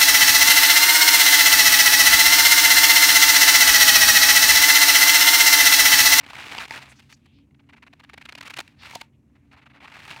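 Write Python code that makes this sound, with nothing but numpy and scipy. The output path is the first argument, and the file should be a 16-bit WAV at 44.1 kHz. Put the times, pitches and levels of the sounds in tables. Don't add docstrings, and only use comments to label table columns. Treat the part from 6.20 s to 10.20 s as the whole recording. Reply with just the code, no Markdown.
import sys
import numpy as np
from scipy import signal
from scipy.fft import rfft, irfft
from scipy.io import wavfile
from scipy.ndimage import uniform_filter1d

SR = 44100
rng = np.random.default_rng(int(sys.argv[2]) if len(sys.argv) > 2 else 0)


def generate_wav(sig):
    pcm = np.round(np.clip(np.atleast_2d(sig).T, -1, 1) * 32767).astype(np.int16)
    wavfile.write(sys.argv[1], SR, pcm)


N = 176400


def gain_of(db):
    return 10 ** (np.asarray(db) / 20)


def power_db(power):
    return 10 * np.log10(power)


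def evened(x):
    return x / np.sqrt(np.mean(x ** 2) + 1e-20)


def read(points, hz):
    point_hz, point_db = np.transpose(points)
    return np.interp(np.log(hz + 1), np.log(point_hz + 1), point_db)


def add(mix, start_s, sound):
    part = mix[max(round(start_s * SR), 0):][:len(sound)]
    part += sound[:len(part)]


def coloured(x, gain_db):
    log_gain = np.log(gain_of(np.maximum(gain_db, -100)))
    full = np.concatenate([log_gain, log_gain[-2:0:-1]])
    taps = np.fft.ifft(np.exp(np.conj(signal.hilbert(full)))).real
    return signal.oaconvolve(x, taps[:2048])[:len(x)]


def ring(hz, cycles):
    turns = np.arange(int(4 * cycles * SR / hz) + 2) * hz / SR
    decay = np.exp(-2 * turns / cycles)
    onset = 1 - np.exp(-turns / 0.13)
    return np.sin(2 * np.pi * turns) * decay * onset


def yielding():
    # (time [s], level [dB], treble relative to it [dB])
    crunch = [(0, -60.5, -17), (0.078, -51, -12.5), (0.2, -41.5, -12), (.33, -39.5, -11.5),
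              (0.455, -35.5, -11.5), (0.469, -58.5, -10), (0.502, -47.5, -10), (0.511, -39.5, -9),
              (0.583, -37.5, -12.5), (0.595, -47, -11.5), (0.718, -51.5, -12.5), (.745, -64, -7),
              (.96, -73, -3.5), (1.3, -82.5, -19), (2.15, -62, -11.5), (2.42, -58.5, -6), (2.57, -69, -14),
              (2.662, -42.5, -12.5), (2.75, -53, -4), (2.842, -59, -9), (2.902, -83.5, -19),
              (3.3, -75.5, -17.5), (3.6, -71.5, -20.5), (3.62, -53.5, -18.5), (3.87, -48, -10.5),
              (4, -47, -12.5)]
    # (time [s], nominal peak [dB], length [s])
    slips = [(0.165, -24.5, 0.01), (0.063, -31.5, 0.01), (0.1, -26.5, 0.012), (0.147, -28, 0.014),
             (0.185, -27, 0.015), (0.821, -49, 0.016), (1.057, -46.5, 0.014), (1.187, -48.5, 0.0047),
             (1.31, -56, 0.006), (2.709, -28, 0.0089), (2.8, -42.5, 0.013), (3.675, -36.5, 0.01),
             (3.715, -35.5, 0.015), (3.766, -33, 0.016), (3.885, -30, 0.059), (0.926, -30, 0.005),
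             (1.346, -49, 0.0072), (1.392, -50, 0.021), (1.489, -43, 0.024), (1.525, -41, 0.029),
             (1.562, -44.5, 0.032), (1.623, -38, 0.022), (1.665, -37, 0.021), (1.729, -37, 0.014),
             (1.795, -39, 0.019), (1.835, -34.5, 0.019), (1.893, -35, 0.015), (1.933, -31, 0.017),
             (1.976, -29.5, 0.013), (2.011, -32.5, 0.02), (2.052, -31, 0.015), (2.088, -29, 0.017),
             (2.123, -27.5, 0.0097), (2.152, -20.5, 0.0072), (2.209, -21.5, 0.0095), (2.226, -31.5, 0.017),
             (2.247, -32.5, 0.044), (2.274, -26, 0.013), (2.298, -28, 0.023), (2.337, -27.5, 0.012),
             (2.401, -22, 0.013), (2.478, -35.5, 0.0057), (2.749, -24.5, 0.015), (2.811, -25.5, 0.012),
             (3.152, -52, 0.023), (.005, -36.5, 0.019), (0.031, -36.5, 0.028), (0.131, -30.5, .012),
             (0.284, -32, 0.0027), (0.327, -29, 0.017), (0.349, -20, 0.0071), (.478, -27.5, 0.011),
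             (0.789, -41, 0.024), (2.176, -29.5, 0.019), (2.364, -23.5, 0.021), (2.386, -16.5, 0.012),
             (0.891, -44, 0.056), (3.312, -41, 0.049), (3.362, -43, 0.048), (3.415, -45.5, 0.032),
             (3.457, -41, 0.025), (3.497, -45, 0.029), (3.533, -43, 0.065), (3.603, -39.5, 0.023),
             (3.639, -33.5, 0.029), (3.739, -33, 0.017), (3.786, -34.5, 0.029), (3.846, -33, 0.018),
             (3.876, -29, 0.014)]
    clump_db, clump_s = 2, 0.0092
    slip_lead_s, slip_below_peak_db = 0.0013, -10.5
    slip_rise = 0.41
    slip_tail_db, slip_tail_t60_s = -17, 0.041
    body_round, treble_round = 1.43, 3.2

    t_s = np.arange(N) / SR
    crunch_s, crunch_db, crunch_treble_db = np.transpose(crunch)
    size = int(clump_s * SR)
    clumps = evened(uniform_filter1d(uniform_filter1d(rng.standard_normal(N), size), size))
    body_power = gain_of(np.interp(t_s, crunch_s, crunch_db) + clump_db * clumps) ** 2
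    fizz_power = body_power.copy()

    after_s = np.arange(SR // 8) / SR
    warp = np.log(.5) / np.log(slip_rise)
    for start_s, peak_db, length_s in slips:
        u = np.clip(after_s / max(length_s, .003), 0, 1)
        hump = abs(np.sin(np.pi * u ** warp)) * (u < 1)
        tail = u * gain_of(slip_tail_db - 60 * after_s / slip_tail_t60_s) ** 2
        slip_power = gain_of(peak_db + slip_below_peak_db) ** 2
        add(body_power, start_s - slip_lead_s, (hump ** body_round + tail) * slip_power)
        add(fizz_power, start_s - slip_lead_s, (hump ** treble_round + tail) * slip_power)

    treble_db = np.interp(t_s, crunch_s, crunch_treble_db)
    return np.sqrt(body_power), np.sqrt(fizz_power) * gain_of(treble_db), treble_db


def powder(count=24):
    # (frequency [Hz], density [dB per Hz])
    body_curve = [(250, -3.5), (500, -7.5), (840, 2.5), (1400, 1.5), (2230, 4), (2750, 2.5), (3200, -4.5),
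                  (4200, -7.5), (9000, -45)]
    # (frequency [Hz], density [dB per Hz])
    fizz_curve = [(3500, 1.5), (8000, -8), (15500, -19.5)]
    grains_per_s, grain_spread_db, grain_cycles = 4000, 3.5, 2.7
    grain_low_hz, grain_high_hz = 578.6, 5970
    smooth_below_db, smooth_range_db = -58, 12
    tilt, tilt_centre_db = 1, -13.5
    body_to_hz, fizz_from_hz = 9000, 3480

    body, fizz, treble_db = yielding()
    clicks = (rng.random(N) < grains_per_s / SR) * rng.choice([-1., 1.], N)
    clicks = evened(clicks * gain_of(grain_spread_db * np.minimum(rng.exponential(1, N), 4)))
    firm = np.clip((20 * np.log10(body) - smooth_below_db) / smooth_range_db + .5, 0, 1)
    clicks = np.sqrt(firm) * clicks + np.sqrt(1 - firm) * rng.standard_normal(N)

    kind = rng.integers(0, count, N)
    body = body * gain_of(tilt * (treble_db - tilt_centre_db) * (kind / count - .5))
    pitches_hz = np.linspace(np.sqrt(grain_low_hz), np.sqrt(grain_high_hz), count) ** 2
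    grains = [ring(pitch_hz, grain_cycles) for pitch_hz in pitches_hz]
    grains = [grain / np.linalg.norm(grain) for grain in grains]
    pool_db = power_db(np.mean([abs(rfft(grain, 4096)) ** 2 for grain in grains], 0) + 1e-9)
    driven = clicks * body
    rung = sum(signal.oaconvolve(driven * (kind == k), grain)[:N] for k, grain in enumerate(grains))

    hz = np.linspace(0, SR / 2, 2049)
    body_db = read(body_curve, hz)
    body_db = body_db - power_db(np.mean(gain_of(body_db) ** 2))
    body_db = body_db - power_db(1 + (hz / body_to_hz) ** 12)
    fizz_db = read(fizz_curve, hz) - power_db(1 + (fizz_from_hz / (hz + 1)) ** 8)
    fizz_db = fizz_db - power_db(np.mean(gain_of(fizz_db) ** 2))
    return coloured(rung, body_db - pool_db) + coloured(clicks * fizz, fizz_db)


def knocks():
    # (time [s], level before damping [dB], pitch [Hz])
    knock_table = [(.381, -18, 3100), (.385, -15, 2800), (.508, -17, 2000), (2.734, -34, 920),
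                   (2.387, -28, 693), (2.386, -38.5, 306), (2.757, -24, 734), (2.815, -31.5, 907),
                   (3.907, -32, 2300), (3.932, -29.5, 2320), (3.962, -27.5, 2600)]
    delay_s, knock_cycles = 0.00086, 4.34
    tick_hz, tick_db, tick_cycles = 4600, -9.5, 7.2
    hollow_hz, hollow_db, hollow_cycles = 905, -14, 24

    out = np.zeros(N)
    for start_s, db, hz in knock_table:
        add(out, start_s + delay_s, gain_of(db) * ring(hz, knock_cycles))
        add(out, start_s + delay_s, gain_of(db + tick_db) * ring(tick_hz, tick_cycles))
        add(out, start_s + delay_s, gain_of(db + hollow_db) * ring(hollow_hz, hollow_cycles))
    return out


def rubs():
    # (start [s], length [s], level [dB], centre [Hz])
    rub_table = [(0.687, 0.041, -58.5, 7800), (0.754, 0.042, -63, 5270), (0.922, 0.033, -56.5, 5460),
                 (1, 0.26, -70, 2820), (1.12, 0.1, -71.5, 3930), (2.582, 0.11, -54.5, 3980),
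                 (2.923, .045, -76, 2600), (3.162, 0.11, -79, 2100)]
    width_octaves = .42

    out = np.zeros(N)
    hz = np.fft.rfftfreq(16384, 1 / SR) + 1
    for start_s, length_s, db, centre_hz in rub_table:
        noise = rng.standard_normal(16384)
        octaves_off = np.log2(hz / centre_hz)
        band = evened(irfft(rfft(noise) / (1 + (octaves_off / width_octaves) ** 4)))
        u = np.arange(0, length_s, 1 / SR) / length_s
        swell = np.sin(np.pi * u) ** 0.59
        add(out, start_s, gain_of(db) * swell * band[:len(u)])
    return out


def room():
    # (frequency [Hz], density [dB per Hz])
    air_curve = [(40, -8), (270, 0), (400, -13), (600, -20), (1300, -31.5), (2200, -60), (6000, -38),
                 (16000, -48)]
    # (centre [Hz], width [Hz], level [dB])
    hum = [(68.3, 18, -65.5), (93, 17, -66), (133.5, 23, -62.5), (231.4, 24, -67), (283.4, 7.9, -66.5)]
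    air_db = -62.5

    hz = np.fft.rfftfreq(N, 1 / SR)
    air_spectrum = rfft(rng.standard_normal(N)) * gain_of(read(air_curve, hz))
    out = gain_of(air_db) * evened(irfft(air_spectrum, N))
    for centre_hz, width_hz, db in hum:
        band_spectrum = rfft(rng.standard_normal(N)) / (1 + (2 * (hz - centre_hz) / width_hz) ** 2)
        out += gain_of(db) * evened(irfft(band_spectrum, N))
    return out


def scene():
    return (powder() + knocks() + rubs() + room())[None]


def record(dry):
    bass_cut_hz, edge_hz = 56, 16100
    high_pass = signal.butter(4, bass_cut_hz, "high", fs=SR, output="sos")
    low_pass = signal.firwin(511, edge_hz, window=("kaiser", 9), fs=SR)
    thin = signal.sosfilt(high_pass, dry)
    return signal.oaconvolve(thin, low_pass[None], "same")


dry = scene()
out = record(dry)
generate_wav(out)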